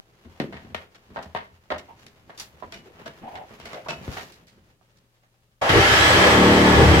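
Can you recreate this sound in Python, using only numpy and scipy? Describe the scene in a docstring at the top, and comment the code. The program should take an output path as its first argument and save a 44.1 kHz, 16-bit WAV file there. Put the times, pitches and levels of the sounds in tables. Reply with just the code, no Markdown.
"""Sawing a cellar door

In a brick cellar someone knocks about among boards, picks up a reciprocating saw and shuffles over
to an old wooden door. Each blow rings in the wood or the saw's body, and the steel blade jingles.
The saw is set against the door; after a short hush its motor spins up and the blade bites.
The strokes shake the whole door, which drones and judders under the clatter and whine of the tool."""
import sys
import numpy as np
from scipy import signal
from scipy.fft import rfft, irfft
from scipy.io import wavfile
from scipy.ndimage import uniform_filter1d

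SR = 44100
rng = np.random.default_rng(int(sys.argv[2]) if len(sys.argv) > 2 else 0)


def unload_wav(signal):
    """Save mono or channel-first audio to the path in sys.argv[1] as 16-bit WAV at rate SR, clipped to [-1, 1]."""
    wavfile.write(
        sys.argv[1],
        SR,
        np.round(np.clip(np.atleast_2d(signal).T, -1, 1) * 32767).astype(np.int16),
    )


N = 308700
T = np.arange(N) / SR
HZ = np.fft.rfftfreq(N, 1 / SR)


def amp(db):
    """Decibels to gain."""
    return 10 ** (np.asarray(db) / 20)

def unit(x):
    """Scales each row to rms 1."""
    return x / np.sqrt(np.mean(x ** 2, axis=-1, keepdims=True) + 1e-20)

def noise(size=N):
    """White noise in two rows, mid and side."""
    return rng.standard_normal((2, size))

def wander(rate_hz):
    """Smooth random drift of rms 1."""
    return unit(irfft(rfft(rng.standard_normal(N)) * np.exp(-(HZ / rate_hz) ** 2), N))

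def ease(middle_s, length_s):
    """A smooth step from 0 to 1."""
    return .5 + .5 * np.sin(np.pi * np.clip((T - middle_s) / length_s, -.5, .5))

def swell(middle_s, length_s):
    """One arch from 0 up to 1 and back."""
    return np.cos(np.pi * np.clip((T - middle_s) / length_s, -.5, .5))

def read_curve(points, hz):
    """Reads a curve on a log-frequency axis."""
    freqs, values = np.transpose(points)
    return np.interp(np.log(hz + 1), np.log(freqs + 1), values)

def colour(x, eq):
    """Shapes a sound with an EQ curve."""
    size = x.shape[-1]
    return irfft(rfft(x) * amp(read_curve(eq, np.fft.rfftfreq(size, 1 / SR))), size)

def add(mix, start_s, sound):
    """Lays a sound into the mix."""
    part = mix[:, max(round(start_s * SR), 0):][:, :sound.shape[-1]]
    part += sound[..., :part.shape[-1]]

def resonate(x, hz, width_hz):
    """A resonance of gain 1, steady or gliding."""
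    carrier = np.exp(2j * np.pi * np.cumsum(hz * np.ones(x.shape[-1])) / SR)
    pole = np.exp(-np.pi * abs(width_hz) / SR)
    return 2 * (carrier * signal.lfilter([1 - pole], [1, -pole], x / carrier + 1e-18)).real

def ringing(x, modes):
    """A sound plus the modes that it excites."""
    return x + sum(amp(db) * resonate(x, hz, width) for hz, width, db in modes)

def boost(modes, gain_db):
    """The same modes, excited more or less strongly."""
    return [(hz, width, db + gain_db) for hz, width, db in modes]


# Still air: freq_hz, gain_db
AIR_EQ = [(15, -18), (25, 8.5), (49, 1), (122, -14), (331, -24.5), (537, -10.5), (945, -29), (1200, -19),
          (1900, -26.5), (2920, -21.5), (15500, -28)]
# Mains hum: pitch_hz, level_db
MAINS = [(119.8, -70), (180, -86)]

def room_tone(air_db=-72.5):
    """Faint air noise and mains hum."""
    hum = sum(amp(db) * np.sqrt(2) * np.sin(2 * np.pi * hz * T) for hz, db in MAINS)
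    return amp(air_db) * unit(colour(noise(), AIR_EQ)) + hum


# Reverb decay: freq_hz, t60_s
CELLAR_DECAY = [(100, 0.33), (300, 0.47), (800, 0.23), (2500, 0.28), (6000, 0.15), (14000, 0.39)]

def cellar(x, wet_db, build_s=0.011):
    """Direct sound plus dense echoes off brick, each band dying at its own speed."""
    hz, t, bands = signal.stft(noise(SR // 2), SR, nperseg=256)
    decay = amp(-60 * t / read_curve(CELLAR_DECAY, hz)[:, None])
    tail = signal.istft(bands * decay * np.minimum(t / build_s, 1), SR, nperseg=256)[1]
    echoes = signal.fftconvolve(x, tail / np.linalg.norm(tail[0]), axes=1)[:, :N]
    return (x + amp(wet_db) * echoes) / np.hypot(1, amp(wet_db))


# Floor grit and bright rustle: freq_hz, gain_db
GRIT_EQ = [(200, -13.5), (400, 6), (750, 4.5), (1500, -2), (3000, -7.5), (4500, -25.5), (7000, -33)]
RUSTLE_EQ = [(2500, 1), (4500, 4), (6800, 0.5), (8500, -10.5), (13000, -7.5), (16000, -16.5)]
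# How much the person moves about: time_s, level_db
BUSTLE = [(0.0, -62), (0.23, -59.5), (0.39, -51), (0.63, -52.5), (0.89, -63.5), (1.14, -53.5), (1.28, -56),
          (1.55, -62.5), (1.95, -55), (2.06, -60), (2.67, -53), (2.8, -54.5), (3.63, -48.5), (3.83, -52),
          (4.1, -41), (4.33, -56.5), (4.93, -67.5), (5.55, -71)]
# A sole twists on grit while clothes brush: middle_s, length_s, grit_db, cloth_db
SCUFFS = [(0.808, 0.123, -56, -75.5), (2.01, 0.107, -67, -64.5), (3.011, 0.25, -55, -90),
          (3.727, 0.252, -46, -74), (4.173, 0.37, -65, -52.5)]

def shuffling(pad_db=-4, grit_db=-7, cloth_db=-31, cloth_follows=0.69, grains_per_s=4000):
    """Soles pad and grind over grit while clothes rustle, until the motor starts."""
    bustle_db = np.interp(T, *np.transpose(BUSTLE))
    grit, cloth = amp(bustle_db + grit_db), amp(cloth_follows * bustle_db + cloth_db)
    for middle_s, length_s, twist_db, brush_db in SCUFFS:
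        scuff = swell(middle_s, length_s) ** 2
        grit += amp(twist_db) * scuff
        cloth += amp(brush_db) * scuff
    grains = noise() * (rng.random(N) < grains_per_s / SR) * amp(2.5 * wander(20))
    pad_eq = [(25, -12), (70, 5), (190, 1.5), (330, -5.5), (600, -11.5), (2000, -67)]
    pads = amp(bustle_db + pad_db + 3.5 * wander(15)) * unit(colour(noise(), pad_eq))
    out = pads + grit * unit(colour(grains, GRIT_EQ)) + cloth * unit(colour(grains, RUSTLE_EQ))
    return out * (T < MOTOR_START_S)


# Wood and soles drag on the floor: start_s, length_s, level_db, from_hz, to_hz
SCRAPES = [(1.879, 0.062, -43.5, 840, 920), (2.845, 0.078, -47, 347, 510), (3.209, 0.078, -43, 192, 247),
           (3.228, 0.24, -41, 765, 730), (3.738, 0.097, -40.5, 606, 660)]

def scrapes(width_hz=140, rasp_db=-7, slip_db=-2, slip_hz=30, attack_s=0.014, release_s=0.051):
    """Uneven slips excite one broad, gliding resonance over a gritty rasp."""
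    out, slips = np.zeros((2, N)), amp(slip_db * wander(slip_hz))
    for start_s, length_s, db, from_hz, to_hz in SCRAPES:
        t = np.arange(0, length_s, 1 / SR)
        rub = noise(len(t)) * np.interp(start_s + t, T, slips)
        hz = np.linspace(from_hz, to_hz, len(t))
        ring = unit(resonate(resonate(rub, hz, width_hz), hz, width_hz * 4))
        rasp = amp(rasp_db) * unit(colour(rub, GRIT_EQ))
        pressure = np.minimum(t / attack_s, 1) * np.minimum((length_s - t) / release_s, 1)
        add(out, start_s, amp(db) * pressure * unit(ring + rasp))
    return out


# Borders of a blow's five bands (thud, body, knock, crack, tick): edge_hz
BAND_EDGES = [55, 160, 500, 1400, 4500, 15500]
# How far a hard hit lifts each band: hardness_factor
HARDNESS_REACH = [0, 0, 0, 1, 1.5]
# Raw impact noise: freq_hz, gain_db
BLOW_EQ = [(50, 22.5), (110, 6), (300, -1), (900, -11), (2000, -0.5), (3500, -3), (6000, -15.5),
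           (9000, -25), (15000, -33.5)]
# The work drifts from left to right: time_s, leftward_db
PAN = [(0.7, 2), (3.6, -2.5)]

def blow(start_s, bands_db, modes, t60_s, snap_s=0.009, bounce_s=0.018, bass_t60_s=0.21, rattle_db=3):
    """A blow snaps, bounces and rings in the struck piece, which rattles as it settles."""
    t, hit = np.arange(SR // 3) / SR, 0
    rattle = amp(rattle_db * unit(uniform_filter1d(rng.standard_normal(len(t)), size=300)))
    grain = colour(noise(len(t)), BLOW_EQ) * rattle
    contact = 0.23 * np.exp(-t / snap_s) + 0.143 * np.exp(-(2 * t / bounce_s - 2) ** 2)
    for k, (lo, hi, db) in enumerate(zip(BAND_EDGES, BAND_EDGES[1:], bands_db)):
        decay = amp(-60 * t / (bass_t60_s if k < 2 else t60_s))
        ring = ringing(grain * (decay + contact), [m for m in modes if lo < m[0] < hi])
        band = signal.sosfilt(signal.butter(3, (lo, hi), "band", fs=SR, output="sos"), ring)
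        hit = hit + amp(db) * band / band[:, :SR // 25].std(axis=1, keepdims=True)
    leftward_db = np.interp(start_s, *np.transpose(PAN))
    hit[1] += np.tanh(leftward_db * np.log(10) / 40) * hit[0]
    return hit


# Resonances of the boards: pitch_hz, width_hz, gain_db
BOARD_MODES = [(85, 15, 10), (190, 16.6, -10), (267, 11, -6.5), (400.2, 26, -2), (662, 22, 0.5),
               (745, 44, 1.5), (900, 100, -3), (1070, 29, -13), (1680, 17, -13), (2120, 84, -11.5),
               (2690, 16.7, -16), (2980, 30, -18)]
# A dull landing, thud to tick: gain_db
THUMP_BANDS = [-2, 0, -12, -17.5, -28]
# Feet and heavy wood land on the floor: start_s, level_db, bass_db, ring_hz
THUMPS = [(0.246, -50, 2, 241), (0.401, -28, -26, 317), (0.54, -44, -3.5, 199), (0.647, -48, -6.5, 196),
          (0.701, -49.5, 1, 195), (1.103, -51.5, -2, 236), (1.259, -48, 1.5, 196),
          (1.522, -68.5, 13.5, 234), (2.055, -57, -12, 347), (2.64, -50, -3, 200), (2.757, -48, -9, 198),
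          (2.999, -52.5, -12, 208), (3.51, -53, -19, 212), (4.078, -36, 5.5, 108), (4.575, -59.5, 0, 196)]

def thumps(wood_db=6, ring_db=5, ring_width_hz=40, t60_s=0.14):
    """Soft, heavy landings ring the boards, each with its own weight in the lowest band."""
    out = np.zeros((2, N))
    for start_s, db, bass_db, ring_hz in THUMPS:
        bands_db = db + np.array(THUMP_BANDS)
        bands_db[0] += bass_db
        modes = boost(BOARD_MODES, wood_db) + [(ring_hz, ring_width_hz, ring_db)]
        add(out, start_s, blow(start_s, bands_db, modes, t60_s))
    return out


# A woody knock, thud to tick: gain_db
KNOCK_BANDS = [-19.5, -8, 0.5, -6.5, -24]
# Boards knock together: start_s, level_db, hardness_db, ring_hz, t60_s
KNOCKS = [(0.4, -38, 5.5, 550, 0.044), (0.525, -46.5, 3.5, 716, 0.337), (0.746, -37, 5.5, 642, 0.19),
          (1.16, -34.5, -5, 827, 0.23), (1.349, -31.5, -1.5, 900, 0.29), (1.703, -29, -2, 627, 0.19),
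          (2.295, -49, 0, 890, 0.28), (2.624, -40, -11, 980, 0.11), (3.354, -48.5, 8, 960, 0.093),
          (3.508, -56, -4, 700, 0.13), (3.861, -42, -14, 521, 0.086), (4.168, -40, 4.5, 1140, 0.16),
          (4.812, -67, -13.5, 1150, 0.091), (5.235, -70.5, 1.5, 625, 0.16)]

def knocks(wood_db=12, ring_db=14, ring_width_hz=40, clack_hz=1880, clack_db=7, clack_width_hz=120):
    """Wood on wood: the struck piece adds its rings to those of the boards; harder is brighter."""
    out = np.zeros((2, N))
    for start_s, db, hardness_db, ring_hz, t60_s in KNOCKS:
        bands_db = db + np.array(KNOCK_BANDS) + hardness_db * np.array(HARDNESS_REACH)
        piece = [(ring_hz, ring_width_hz, ring_db), (clack_hz, clack_width_hz, clack_db)]
        add(out, start_s, blow(start_s, bands_db, boost(BOARD_MODES, wood_db) + piece, t60_s))
    return out


# Resonances of the tapped saw body: pitch_hz, width_hz, gain_db
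SHELL_MODES = [(669.8, 29, 14), (920, 23.5, 1), (2255, 47, -1), (2921, 20, 7), (3820, 22.4, -10),
               (4640, 22, 0), (5650, 180, 5.5), (7070, 81, 8)]
# A bright clack, thud to tick: gain_db
CLACK_BANDS = [-22.5, -4.5, 0.5, 3, -2.5]
# The saw is handled and set against the door: start_s, level_db, hardness_db, ring_hz, t60_s
CLACKS = [(0.746, -46, -8, 3200, 0.28), (0.946, -60, -1, 1750, 0.079), (1.226, -67.5, 8.5, 2770, 0.051),
          (1.782, -55.5, 2.5, 2860, 0.079), (2.065, -64, 5, 3525, 0.081), (2.723, -48.5, 0, 2400, 0.22),
          (3.059, -42, -7, 1650, 0.169), (3.6, -51.5, -4, 2770, 0.4), (3.655, -49.5, -0.5, 2220, 0.417),
          (3.732, -43.5, -6, 2070, 0.18), (3.885, -34.5, -4.5, 2610, 0.18), (4.21, -50, -3.5, 2340, 0.064),
          (4.322, -75, 12.5, 3950, 0.16), (4.47, -76.5, 11, 4580, 0.28), (4.971, -96.5, 18.5, 6160, 0.09)]

def saw_clacks(ring_db=9, ring_width_hz=60, firm_db=-40, ring_follows=0.42):
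    """Bright taps in the saw's body: firm ones ring, light ones stay dry."""
    out = np.zeros((2, N))
    for start_s, db, hardness_db, ring_hz, t60_s in CLACKS:
        bands_db = db + np.array(CLACK_BANDS) + hardness_db * np.array(HARDNESS_REACH)
        modes = boost([*SHELL_MODES, (ring_hz, ring_width_hz, ring_db)], ring_follows * (db - firm_db))
        add(out, start_s, blow(start_s, bands_db, modes, t60_s))
    return out


# Partials of the steel blade: pitch_hz, gain_db, t60_s
BLADE_MODES = [(3580, -10, 0.069), (4020, -22, .1), (4740, -4, 0.064), (5700, -10, 0.058), (5750, -6, 0.04),
               (7017, -10, 0.12), (7900, -26, 0.069), (8400, -17, 0.107), (10100, -13, 0.069),
               (12300, -24, .08)]
# One quick jingle: start_s, level_db
CLINKS = [(2.376, -36.5), (2.387, -37), (2.398, -28), (2.405, -34), (2.417, -54)]

def blade_clinks(rasp_db=-10, rasp_t60_s=0.173):
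    """The blade chatters, each contact a steely ring with a short rasp."""
    t, out = np.arange(SR // 3) / SR, np.zeros((2, N))
    for start_s, level_db in CLINKS:
        ring = sum(amp(db - 60 * t / t60_s) * np.sin(2 * np.pi * (hz * t + rng.random((2, 1))))
                   for hz, db, t60_s in BLADE_MODES)
        rasp = unit(colour(noise(len(t)), RUSTLE_EQ)) * amp(rasp_db - 60 * t / rasp_t60_s)
        add(out, start_s, amp(level_db) * (.5 * ring + rasp))
    return out


MOTOR_START_S, FREE_SPEED_HZ, TURNS_PER_STROKE = 5.613, 349.5, 37 / 4
# Stages of the cut: middle_s, length_s
TOUCH = (5.692, 0.011)  # the teeth meet the door
PRESS = (6.094, 0.167)  # the saw is leaned on
BITE = (6.345, 0.18)  # the blade sinks in and drives the door evenly
LOOSE = (6.74, 0.14)  # the door starts to bounce as a whole

def fader(db, press_db=0, bite_db=0, loose_db=0):
    """Gain of one layer: its opening level, then a step up or down at each stage."""
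    return amp(db + press_db * ease(*PRESS) + bite_db * ease(*BITE) + loose_db * ease(*LOOSE))

def clatter(strokes, eq, modes, rough, depth, wet_db):
    """Parts strike at both ends of each stroke: the rough share is chance, the rest repeats exactly."""
    cycle, size = strokes % 1, 1200
    strikes = np.exp(-cycle / 0.48) + 0.46 * np.exp(-((cycle + .5) % 1) / 0.09)
    pulse = 1 - depth + depth * 3 * strikes
    patterns = unit(irfft(np.exp(2j * np.pi * rng.random((2, size // 2 + 1)))))
    repeated = np.array([np.interp(cycle * size, np.arange(size), p) for p in patterns])
    drive = np.sqrt(1 - rough) * repeated + np.sqrt(rough) * noise()
    sound = colour(ringing(cellar(drive * pulse, wet_db), modes), eq)
    return sound / sound[:, round(PRESS[0] * SR):].std(axis=1, keepdims=True)

def stroke_tones(strokes, harmonics, waver_hz, waver_db=1.5):
    """Wavering sines on multiples of the stroke rate, of rms 1 at full speed."""
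    tones = sum(amp(db + waver_db * wander(waver_hz)) * np.sin(2 * np.pi * (k * strokes + rng.random()))
                for k, db in harmonics)
    return tones / tones[round(PRESS[0] * SR):].std()


# Motor tones: shaft_multiple, gain_db
WHINE_TONES = [(3, -44), (5, -38), (10, -41), (12, -44), (17, -49), (23, -47), (35, -63)]

def motor_whine(turns, pace, waver_db=3):
    """Each stroke brakes the shaft a little and gear play jostles it, which roughens the motor's tones."""
    shaft = turns + .007 * wander(70) + .009 * np.sin(2 * np.pi * turns / TURNS_PER_STROKE)
    tones = sum(amp(db + waver_db * wander(40)) * np.sin(2 * np.pi * (k * shaft + rng.random((2, 1))))
                for k, db in WHINE_TONES)
    tones = ringing(tones, [(10100, 350, 13)])  # a tone swells as it glides through the blade's ring
    return fader(7.5, press_db=-5, bite_db=-3.5) * np.sqrt(pace) * tones


# Gear rasp and fan hiss: freq_hz, gain_db
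GEARBOX_EQ = [(700, -41), (1300, 5), (1550, 1.5), (1730, 7.5), (1850, 0.5), (1990, 3.5), (2550, -1),
              (3100, -6), (3800, -6), (4500, -14), (6500, -40)]
FAN_EQ = [(2500, -30), (4500, 0), (5400, -2.5), (6200, -5.5), (7500, -9.5), (8700, -14), (11500, -15.5),
          (13000, -21.5), (16000, -26)]
# Resonances of the housing: pitch_hz, width_hz, gain_db
HOUSING_MODES = [(1720, 23, -7), (1940, 43, 0), (3060, 160, 0), (3200, 180, 0)]

def gearbox_and_fan(strokes, pace, gear_slow_db=-9, fan_slow_db=-10, idle_db=-4, catch_db=6):
    """Both grow with speed, flare as the teeth first catch, and are damped once the blade is buried."""
    touching = ease(*TOUCH)
    flare = np.exp(-np.maximum(T - TOUCH[0], 0) / 0.015)
    catch = amp(idle_db * (1 - touching) + catch_db * touching * flare)
    gear = clatter(strokes, GEARBOX_EQ, HOUSING_MODES, rough=0.83, depth=0.044, wet_db=-5)
    gear *= fader(-19, press_db=-1, bite_db=-3.5)
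    fan = clatter(strokes, FAN_EQ, [], rough=0.93, depth=0.042, wet_db=-10)
    fan *= fader(-29.5, press_db=-1, bite_db=-4)
    return catch * (gear * amp(gear_slow_db * (1 - pace)) + fan * amp(fan_slow_db * (1 - pace)))


# The door's drone, and its deep rocking as a whole: stroke_multiple, gain_db
DRONE_TONES = [(5, 3), (6, 1), (7, -2), (8, 1), (9, -12), (10, -1), (11, 0), (12, -13), (13, -2), (16, -8),
               (17, -10), (24, -7), (25, -12)]
ROCKING_TONES = [(1, -14), (2, -0.5), (3, 0), (4, -10)]
# Low judder, panel rattle and the midrange of the cut: freq_hz, gain_db
JUDDER_EQ = [(25, -36), (38, -20), (55, -22), (75, 1), (115, 3.5), (155, -3), (230, -22), (400, -70)]
PANEL_EQ = [(90, -29), (170, -8), (300, -2.5), (460, 0), (600, -12), (1000, -65)]
CUT_EQ = [(300, -19), (500, -0.5), (610, 2), (710, 0), (800, -1), (900, -1), (1200, -3.5), (1500, -21),
          (2500, -59)]
# Sharp resonances of the panel and the cut: pitch_hz, width_hz, gain_db
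PANEL_MODES = [(324.2, 8.3, -2), (390, 28, -6)]
CUT_MODES = [(606, 50, -6), (790, 30, -1), (885, 30, -3), (1103, 30, -3)]
# The saw bucks against the door: middle_s, length_s, jolt_db, rattle_db
KICKS = [(5.714, 0.06, 10, 2.5), (5.776, 0.09, 14, 11.5), (6.266, 0.044, -2, 6), (6.813, 0.1, 1.5, 7)]

def door(strokes, pace, idle_db=-17, cut_follows=0.19, cut_slow_db=-3):
    """The blade rattles the door, drones in it while it grips, then makes it judder; kicks jolt it."""
    contact = amp(idle_db * (1 - ease(*TOUCH)))
    jolt = amp(sum(db * swell(middle_s, length_s) for middle_s, length_s, db, _ in KICKS))
    rattle_db = sum(db * swell(middle_s, length_s) for middle_s, length_s, _, db in KICKS)
    drone = stroke_tones(strokes, DRONE_TONES, waver_hz=5)
    drone *= fader(-43, press_db=16.5, bite_db=11, loose_db=-8.5)
    rocking = stroke_tones(strokes, ROCKING_TONES, waver_hz=9.6) * pace ** 2
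    rocking *= fader(-29.5, press_db=2, bite_db=0.5, loose_db=10.5)
    judder = clatter(strokes, JUDDER_EQ, [], rough=0.98, depth=0.28, wet_db=-6.5)
    judder *= fader(-28.5, press_db=2.5, bite_db=-4, loose_db=12)
    panel = clatter(strokes, PANEL_EQ, PANEL_MODES, rough=0.92, depth=0.6, wet_db=-4.5)
    panel *= fader(-27.5, press_db=4.5, bite_db=-1.5, loose_db=3)
    cut = clatter(strokes, CUT_EQ, CUT_MODES, rough=0.93, depth=0.093, wet_db=-8.5)
    cut *= fader(-23, press_db=3.5, bite_db=-1.95, loose_db=-0.3)
    mid_side = np.array([[1], [.3]])
    shaking = (drone + rocking * jolt) * mid_side + judder * jolt + panel * amp(rattle_db)
    return contact * shaking + cut * amp(cut_follows * rattle_db + cut_slow_db * (1 - pace))

def saw(spin_up_s=0.16, sag_hz=4.6, sag_hz_per_s=10):
    """The motor runs up, sags at the bite and slows as the cut deepens; its gear drives the blade."""
    run_up = 1 - np.exp(-(np.maximum(T - MOTOR_START_S, 0) / spin_up_s) ** 1.2)
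    speed_hz = FREE_SPEED_HZ * run_up - sag_hz * ease(*BITE) - sag_hz_per_s * np.maximum(T - BITE[0], 0)
    turns = np.cumsum(speed_hz * (1 + .0012 * wander(35))) / SR
    strokes, pace = turns / TURNS_PER_STROKE, speed_hz / FREE_SPEED_HZ
    out = motor_whine(turns, pace) + gearbox_and_fan(strokes, pace) + door(strokes, pace)
    return out * np.clip((T - MOTOR_START_S) / .006, 0, 1)


# Stereo width: freq_hz, side_gain_db
WIDTH_EQ = [(60, -18.5), (250, -13), (450, -11), (750, -3.5), (1300, 1.5), (2800, 1.5), (5500, .5),
            (12000, 0)]

def scene():
    """Mixes in mid and side, then to left and right: narrow in the bass, wide in the treble."""
    handling = knocks() + saw_clacks() + thumps() + blade_clinks() + scrapes()
    mid, side = cellar(handling, wet_db=-8.5) + cellar(shuffling(), wet_db=-4) + room_tone() + saw()
    side = colour(side, WIDTH_EQ) + colour(mid, [(60, -20), (150, -15.5), (300, -53)])  # bass leans left
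    return np.array([mid + side, mid - side])

def record(dry, ceiling=0.9, cutoff_hz=15950):
    """Rounds off the highest peaks, then trims the extreme treble."""
    rounded = dry / (1 + (dry / ceiling) ** 8) ** (1 / 8)
    lowpass = signal.firwin(511, cutoff_hz, window=("kaiser", 9), fs=SR)
    return signal.oaconvolve(rounded, lowpass[None], "same")


dry = scene()
out = record(dry)
unload_wav(out)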